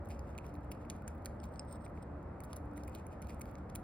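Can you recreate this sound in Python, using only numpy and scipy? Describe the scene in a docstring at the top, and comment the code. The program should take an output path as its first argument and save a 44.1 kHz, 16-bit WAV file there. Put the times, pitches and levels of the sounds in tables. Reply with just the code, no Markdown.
"""First comes a low outdoor rumble with hums; almost at once a squirrel gnaws peanuts close by.
Kernels snap in brittle clusters of noise bursts, its teeth rasp in tiny slips, and its mouth rings.
Midway it noses in a clay dish: nuts tap it as fading tones and scrape it as ringing friction.
Then it chews on. Nearby patio walls answer softly with fading noise."""
import sys
import numpy as np
from scipy import signal
from scipy.fft import rfft, irfft, next_fast_len
from scipy.io import wavfile
from scipy.ndimage import map_coordinates

SR = 44100
rng = np.random.default_rng(int(sys.argv[2]) if len(sys.argv) > 2 else 0)


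def unload_wav(signal):
    """Save mono or channel-first audio to the path in sys.argv[1] as 16-bit WAV at rate SR, clipped to [-1, 1]."""
    wavfile.write(
        sys.argv[1],
        SR,
        np.round(np.clip(np.atleast_2d(signal).T, -1, 1) * 32767).astype(np.int16),
    )


N = 168903  # length of the scene in samples


def amp(db):
    """Turn decibels into an amplitude factor."""
    return 10 ** (np.asarray(db) / 20)


def unit(x):
    """Scale a sound to rms 1."""
    return x / np.sqrt(np.mean(x ** 2) + 1e-30)


def along(points, hz):
    """Read a curve of (frequency, value) points on a logarithmic frequency axis."""
    frequency, value = np.transpose(points)
    return np.interp(np.log(hz + 1), np.log(frequency + 1), value)


def wobble(rate):
    """A smooth random curve through `rate` random values a second."""
    knots = rng.standard_normal(int(N * rate / SR) + 4)
    return map_coordinates(knots, [np.arange(N) * rate / SR])


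def filtered(x, response):
    """Shape a sound by a response (real or complex) at each frequency."""
    size = next_fast_len(N + SR // 2)
    hz = np.fft.rfftfreq(size, 1 / SR)
    return irfft(rfft(x, size) * response(hz), size)[..., :N]


def add(track, start_s, sound):
    """Mix a short sound into the track at a given time."""
    part = track[max(0, round(start_s * SR)):][:len(sound)]
    part += sound[:len(part)]


def fading_tone(hz, t60, t):
    """A sine that loses 60 dB in t60 seconds, as a damped body rings."""
    return np.sin(2 * np.pi * hz * t) * amp(-60 * t / t60)


SNAP_S = 0.003  # time over which a short sound's energy is counted


def sized(x, db):
    """Give a short sound the energy of that level held for one snap."""
    return x * amp(db) * np.sqrt(SNAP_S * SR / np.sum(x ** 2))


SPLINTER_T60, SPLINTER_DB = 0.021, -12.5  # s, dB against the break itself
COLOUR_SCATTER_DB = 3  # random change of colour from burst to burst


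def burst(colour, t60, size=1024):
    """One fracture: fading noise with trailing splinters, through a colour that varies each time."""
    t, hz = np.arange(size) / SR, np.fft.rfftfreq(size, 1 / SR)
    fade = amp(-60 * t / t60) + amp(SPLINTER_DB - 60 * t / SPLINTER_T60)
    drive = rng.standard_normal(size) * fade
    scatter = signal.resample(rng.standard_normal(size=14), len(hz))
    # folding the cepstrum makes the colour causal: nothing sounds before the break
    cepstrum = irfft(np.log(amp(along(colour, hz) + COLOUR_SCATTER_DB * scatter)))
    cepstrum[1:size // 2] *= 2
    cepstrum[size // 2 + 1:] = 0
    return irfft(rfft(drive) * np.exp(rfft(cepstrum)))


GRAIN_SPREAD_DB = 5.5  # how unequal the slips are


def friction(strokes, response, rate):
    """Tiny slips, about `rate` a second, shake a body and swell with each stroke."""
    t = np.arange(N) / SR
    happens = rng.random(N) < rate / SR
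    size = amp(GRAIN_SPREAD_DB * np.clip(rng.standard_normal(N), -2, 2))
    slips = happens * rng.choice([-1, 1], N) * size
    power = sum(amp(db) ** 2 * np.exp(-((t - s) / width) ** 2 * 2) for s, width, db in strokes)
    return np.sqrt(power) * unit(filtered(slips, response))


# snaps of the nut, levels before the trims below:
# (time [s], mouth ring [dB], body [dB], brittle edge [dB], splinter fizz [dB])
SNAPS = [(0.0881, -84, -81, -63.5, -60), (0.1049, -54.5, -60, -64, -60), (0.1112, -54.5, -64, -76, -73),
         (0.1171, -58, -65, -77, -72), (0.1926, -62, -62.5, -61, -67), (0.3518, -60, -80, -78, -75),
         (0.3793, -53, -55.5, -56.5, -55), (0.3861, -45, -64, -61, -61), (0.4435, -59, -80, -81, -71),
         (0.4656, -70, -65, -69, -60), (0.5533, -62, -68, -79, -68), (0.7126, -76, -72, -64, -61),
         (0.717, -53, -52, -55, -50), (0.721, -60, -59, -61, -53), (0.8508, -63, -73, -93, -89),
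         (0.9, -66, -47.5, -44, -54), (0.9055, -54, -61, -67, -60), (0.9625, -80, -77, -71, -69),
         (1.022, -66, -75, -77, -67), (1.0785, -72, -57.5, -49, -59), (1.0818, -57.5, -75, -55, -50),
         (1.151, -73, -92, -89, -64), (1.2487, -69, -64, -65, -57), (1.2581, -67, -46, -47.5, -43.5),
         (1.2645, -62, -59, -71, -66), (1.4018, -80, -63.5, -76, -83), (1.4336, -72, -63, -72, -69),
         (1.4392, -59, -60.5, -57.5, -59), (1.445, -78, -65, -77, -80), (1.559, -80, -61.5, -76, -78),
         (1.8641, -56, -68, -87, -83), (1.9754, -60, -77, -91, -85), (2.4042, -54.5, -68, -58.5, -55),
         (2.4373, -75, -65.5, -67, -52), (2.4427, -79, -65, -63, -56), (2.4499, -80, -77, -65, -63),
         (2.5311, -62, -50, -52, -55), (2.562, -80, -69, -66, -51), (2.5658, -79, -62, -50, -62),
         (2.5747, -78, -73, -68, -63), (2.7722, -73, -84, -61, -57), (2.778, -53.5, -64, -59, -68),
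         (2.8356, -80, -61, -63, -62), (2.876, -79, -85, -65, -62), (2.8801, -54, -66.5, -60, -56),
         (2.95, -56, -53, -62, -49.5), (2.9582, -65, -63, -70, -71), (3.067, -61, -81, -58, -62),
         (3.219, -62, -73, -57, -58), (3.2247, -56, -68, -61, -63), (3.2707, -64, -64, -67, -62),
         (3.2951, -58.5, -59, -70, -69), (3.3049, -56, -64, -69, -66), (3.3455, -80, -79, -66, -68),
         (3.396, -74, -80, -72, -57), (3.411, -54, -77, -57, -59), (3.415, -58, -57.5, -50.5, -48),
         (3.4177, -53, -63, -57, -48), (3.4564, -64, -65, -82, -58), (3.554, -56, -60.5, -78, -83),
         (3.6996, -74, -61, -64.5, -82), (3.7503, -74, -68, -60, -56), (3.7532, -66, -54.5, -48, -44),
         (3.7578, -50, -52.5, -50, -45), (3.766, -72, -78, -67, -65)]
# colours of the body, edge and fizz: (frequency [Hz], relative level [dB])
BODY_COLOUR = [(900, -34), (1700, -3), (3200, -5.5), (3900, -4), (4550, -0.5), (5500, -6), (6500, -2),
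               (8000, -35.5)]
EDGE_COLOUR = [(4000, -47), (5800, -5.5), (6700, -2.5), (8200, -9), (9400, -3), (10700, 0.5), (11500, -6),
               (13000, -29), (16500, -32)]
FIZZ_COLOUR = [(5000, -33), (9500, -19), (11000, -5.5), (12000, 0.5), (13500, -0.5), (14500, -5),
               (15400, -5), (16000, -14), (16500, -29)]
MOUTH_HZ, MOUTH_SPREAD = 2330, 0.055  # middle pitch, its random spread as a fraction
MOUTH_T60, MOUTH_RISE_S = 0.0071, 0.00036  # s
BODY_T60, EDGE_T60, FIZZ_T60 = 0.0047, 0.0023, 0.0075  # s
MOUTH_DB, BODY_DB, EDGE_DB, FIZZ_DB = -3, -1.5, 1, -1.5  # trims added to the snap levels


def snaps():
    """Each fracture has a body, a brittle edge and a fizz of splinters, and rings the mouth."""
    out, t = np.zeros(N), np.arange(SR // 40) / SR
    rise = 1 - np.exp(-t / MOUTH_RISE_S)
    for s, mouth_db, body_db, edge_db, fizz_db in SNAPS:
        hz = MOUTH_HZ * np.exp(MOUTH_SPREAD * rng.standard_normal())
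        mouth_ring = fading_tone(hz, MOUTH_T60, t) * rise
        add(out, s - MOUTH_RISE_S, sized(mouth_ring, mouth_db + MOUTH_DB))
        add(out, s, sized(burst(BODY_COLOUR, BODY_T60), body_db + BODY_DB))
        add(out, s, sized(burst(EDGE_COLOUR, EDGE_T60), edge_db + EDGE_DB))
        add(out, s, sized(burst(FIZZ_COLOUR, FIZZ_T60), fizz_db + FIZZ_DB))
    return out


# short knocks of the jaw under some bites: (time [s], pitch [Hz], level [dB])
JAW_KNOCKS = [(1.0787, 1600, -53.5), (1.2585, 1490, -54), (1.2644, 1880, -54.5), (2.5311, 1090, -48.5)]
KNOCK_T60 = 0.0098  # s


def jaw_knocks():
    """Under some bites the jaw knocks, as a quickly damped ring."""
    out, t = np.zeros(N), np.arange(SR // 40) / SR
    for s, hz, db in JAW_KNOCKS:
        add(out, s, sized(fading_tone(hz, KNOCK_T60, t), db))
    return out


# strokes of the teeth along the kernel:
# (time at the height [s], time from there to 1/e of the height [s], level [dB])
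STROKES = [(.074, 0.0034, -69), (.114, 0.019, -64.5), (.148, .015, -74), (.29, 0.05, -76),
           (.46, 0.026, -70.5), (.492, 0.0089, -72), (.545, .004, -74), (.64, .015, -79),
           (.720, 0.0039, -64), (.82, 0.019, -75.5), (.905, 0.0098, -64), (.955, 0.013, -75),
           (1.083, 0.0088, -66), (1.11, .012, -90), (1.263, 0.009, -69), (1.455, 0.017, -75),
           (1.975, .025, -77), (2.51, 0.021, -73), (2.555, 0.018, -76), (2.767, 0.014, -70),
           (2.80, 0.017, -73), (2.883, .009, -69), (2.932, 0.011, -73), (2.955, 0.011, -64),
           (2.985, 0.018, -71), (3.125, 0.017, -71), (3.228, 0.0086, -65), (3.247, 0.0045, -74),
           (3.30, 0.014, -63), (3.33, 0.011, -70), (3.419, 0.0031, -64.5), (3.466, .01, -77),
           (3.49, 0.017, -71), (3.585, 0.0054, -71.5), (3.696, 0.0023, -66.5), (3.759, 0.0043, -68)]
# colour of the tooth rasp: (frequency [Hz], relative level [dB])
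RASP_COLOUR = [(1000, -16), (1900, -15), (2400, 10), (3300, -1.5), (4500, -3), (6500, 0), (8200, -4.5),
               (10800, -5), (13500, -2), (15500, -9), (16400, -26)]


def rasp():
    """Teeth slip along the kernel in many tiny jerks."""
    return friction(STROKES, lambda hz: amp(along(RASP_COLOUR, hz)), rate=1600)


# light ticks, small taps in the dish and dry clicks between bites: (time [s], level [dB])
TICKS = [(.05, -68), (.057, -64), (.202, -77), (.224, -78), (.545, -87), (.563, -71), (1.222, -74),
         (1.454, -64), (1.464, -78), (1.521, -77), (1.54, -70), (1.859, -67), (1.88, -73), (1.899, -74),
         (2.229, -73), (2.714, -76), (2.735, -70), (2.849, -66), (2.896, -63), (3.053, -80), (3.246, -67),
         (3.47, -80), (3.513, -64.5)]
# colour of the ticks and crumbs: (frequency [Hz], relative level [dB])
TICK_COLOUR = [(1500, -36), (3000, -10), (4600, -10), (6500, -2), (8200, -10.5), (10800, -0.5), (13600, 1),
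               (15500, -9), (16500, -15)]
CRUMB_COUNT, CRUMB_LAG_S = 2, 0.14  # crumbs after each snap, longest wait
CRUMB_DB, CRUMB_SPREAD_DB = -82, 6.5  # average level, random spread


def ticks_and_crumbs():
    """Light ticks, and faint crumbling that follows each snap, are short noise bursts."""
    out = np.zeros(N)
    events = list(TICKS)
    for row in SNAPS:
        for _ in range(CRUMB_COUNT):
            s = row[0] + CRUMB_LAG_S * rng.random()
            events.append((s, CRUMB_DB + CRUMB_SPREAD_DB * rng.standard_normal()))
    for s, db in events:
        add(out, s, sized(burst(TICK_COLOUR, EDGE_T60), db))
    return out


# ringing modes of the clay dish: (pitch [Hz], relative level before tilt [dB], t60 [s])
DISH_MODES = [(5180, -1, 0.019), (8500, 2.5, 0.015), (2630, -12, 0.0064), (7100, -1.5, 0.0044),
              (10800, -25, 0.0051), (15300, -18, 0.009)]
# nuts tapping the dish: (time [s], level [dB], tilt around the first mode [dB per octave])
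TAPS = [(1.5944, -35.5, -4.5), (1.7262, -54.5, 15), (1.4, -58, -6)]
TAP_RISE_S = 0.00025


def dish_taps():
    """A nut's tap sets off the fading modes of the clay, some taps brighter than others."""
    out, t = np.zeros(N), np.arange(SR // 20) / SR
    rise = 1 - np.exp(-t / TAP_RISE_S)
    for s, db, tilt_db in TAPS:
        ring = np.zeros(len(t))
        for hz, level, t60 in DISH_MODES:
            octaves = np.log2(hz / DISH_MODES[0][0])
            ring += amp(level + tilt_db * octaves) * fading_tone(hz, t60, t)
        add(out, s, amp(db) * ring * rise)
    return out


# nuts sliding on the dish:
# (time at the height [s], time from there to 1/e of the height [s], level [dB])
SLIDES = [(1.43, 0.029, -78), (1.54, 0.017, -75), (1.572, 0.012, -73), (1.612, 0.006, -73),
          (1.49, .006, -79), (1.688, 0.011, -69.5), (1.722, 0.024, -64.5), (1.757, 0.011, -67),
          (1.817, 0.016, -73.5), (1.85, 0.011, -64.5), (1.952, .007, -82), (2.028, .007, -64.5)]
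# resonances of the scraped clay: (pitch [Hz], width before squaring [Hz], relative level [dB])
SLIDE_RING = [(5260, 170, -4), (8480, 300, 7), (14800, 2000, -15), (3800, 4500, -11), (10700, 3400, -27)]


def dish_slides():
    """Nuts scrape over the clay in tiny slips, coloured by its resonances."""
    def clay(f):
        return sum(amp(db) * np.abs(f * width / (centre ** 2 - f ** 2 + 1j * f * width)) ** 2
                   for centre, width, db in SLIDE_RING)
    return friction(SLIDES, clay, rate=4000)


# fading of the walls' answer, before its colour: (frequency [Hz], t60 [s])
WALL_T60 = [(500, 0.27), (3000, 0.24), (8000, 0.27), (16000, 0.31)]
# colour of the walls' answer: (frequency [Hz], relative level [dB])
WALL_COLOUR = [(2000, 6), (4500, 3.5), (6500, 2.5), (8500, 0), (11000, 1.5), (15000, -8)]
WALL_WIDTH = 0.18  # share of the sideways part


def walls(x, count=12):
    """A soft diffuse answer from the patio walls, drawn anew for each of `count` equal parts."""
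    out = np.zeros((2, N + SR))
    for part in np.array_split(np.arange(N), count):
        # noise that fades at its own speed in each frequency band
        hz, t, bands = signal.stft(rng.standard_normal((2, SR // 2)), SR, nperseg=256)
        fade = amp(-60 * t / along(WALL_T60, hz)[:, None])
        tail = signal.istft(bands * fade, SR, nperseg=256)[1]
        wet = signal.fftconvolve(x[None, part], tail / np.linalg.norm(tail[0]), axes=1)
        out[:, part[0]:part[0] + wet.shape[1]] += wet
    mid, side = filtered(out[:, :N], lambda hz: amp(along(WALL_COLOUR, hz)))
    return np.array([mid + WALL_WIDTH * side, mid - WALL_WIDTH * side])


# likeness of left and right in the background noise: (frequency [Hz], likeness [0 to 1])
ALIKE = [(30, 1), (110, 1), (180, 0.98), (330, 0.88), (700, 0.52), (1400, 0.59), (3000, .6), (6000, 0.75),
         (12000, 0.81)]


def rush(spectrum):
    """Stereo noise of rms 1, nearly mono in the bass."""
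    def mid_and_side(hz):
        turn = np.arccos(np.clip(along(ALIKE, hz), -1, 1)) / 2
        return amp(along(spectrum, hz)) * [np.cos(turn), np.sin(turn)]
    mid, side = filtered(rng.standard_normal((2, N)), mid_and_side)
    return unit(np.array([mid + side, mid - side]))


def tone(hz, wander_hz, rate, waver_db):
    """A tone of rms 1 whose pitch and level drift at random."""
    phase = 2 * np.pi * np.cumsum(hz + wander_hz * wobble(rate)) / SR
    return unit(np.sin(phase) * amp(waver_db * wobble(rate)))


# level of the main hum, before its waver: (time [s], level [dB])
HUM_LEVEL = [(0, -69), (.4, -81), (.53, -52), (.75, -61.5), (.92, -57), (1.1, -73), (1.6, -80), (1.75, -59),
             (1.92, -64), (2.1, -55.5), (2.35, -63), (2.48, -66), (2.62, -54), (2.74, -49), (2.84, -55),
             (2.95, -66), (3.8, -57.5)]


def hums():
    """Two wavering hums, a low throb and a higher whine that fades early."""
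    t = np.arange(N) / SR
    hum = amp(np.interp(t, *np.transpose(HUM_LEVEL))) * tone(292.3, 1.25, 12, waver_db=2)
    drone = amp(-62) * tone(227.7, 6.94, 16, waver_db=3)
    throb = amp(-54.5) * tone(73.8, 6.68, 22, waver_db=2)
    whine_fade = np.exp(-(t / 0.31) ** 4)  # down to 1/e at 0.31 s
    whine = amp(-57.5) * whine_fade * tone(562.6, 6.2, 12.4, waver_db=4)
    return hum + drone + throb + whine


# spectra of the rumble and the thin air: (frequency [Hz], relative level [dB per Hz])
RUMBLE = [(12, -51), (20, -24), (58, -0.5), (76, 0.5), (145, -8), (221, -7.5), (262, -12.5), (294, -11),
          (323, -11.5), (406, -16), (583, -12.5), (641, -15.5), (822, -16.5), (1090, -22), (1300, -21.5),
          (1900, -35.5), (2470, -70), (4180, -120)]
AIR = [(1200, -21), (1700, -1.5), (2000, 1), (2600, -8), (3400, -19), (5000, -22.5), (7000, -24),
       (11000, -28.5), (16000, -32)]
RUMBLE_DB, AIR_DB = -46.5, -73.5  # rms levels


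def outdoors():
    """Distant rumble and thin air are coloured noise, with the hums on top."""
    return amp(RUMBLE_DB) * rush(RUMBLE) + amp(AIR_DB) * rush(AIR) + hums()


# left level minus right level: (frequency [Hz], difference [dB])
BALANCE = [(1500, 0), (2400, -3.5), (4500, -4), (6400, 0), (15000, 0)]
# how far the left is ahead of the right: (frequency [Hz], phase [radians])
PORT_PHASE = [(0, 0), (1700, 0), (2250, .5), (2900, 2), (3600, .8), (4700, .7), (5200, 1.3), (6000, 3.1),
              (8350, 5.7), (9900, 6.9), (11800, 8.9), (14200, 11.1), (16200, 12.6)]


def microphones(x):
    """Two close microphones hear each frequency at slightly different levels and phases."""
    half = np.array([[.5], [-.5]])  # half the difference goes to each side

    def ports(hz):
        phase = np.interp(hz, *np.transpose(PORT_PHASE))
        return amp(half * along(BALANCE, hz)) * np.exp(1j * half * phase)
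    return filtered(x, ports)


SNAP_WET_DB, RASP_WET_DB, DISH_WET_DB = -19.5, -7, -23  # sent to the walls


def scene():
    """The squirrel, its dish and the background, heard by two close microphones."""
    bites = snaps() + jaw_knocks() + ticks_and_crumbs()
    teeth = rasp()
    clay = dish_taps() + dish_slides()
    to_walls = amp(SNAP_WET_DB) * bites + amp(RASP_WET_DB) * teeth + amp(DISH_WET_DB) * clay
    near = bites + teeth + clay + walls(to_walls)
    return microphones(near + outdoors())


TOP_HZ = 16500  # band limit


def record(dry):
    """Nothing is kept at or above the band limit."""
    return filtered(dry, lambda hz: hz < TOP_HZ)


dry = scene()
out = record(dry)
unload_wav(out)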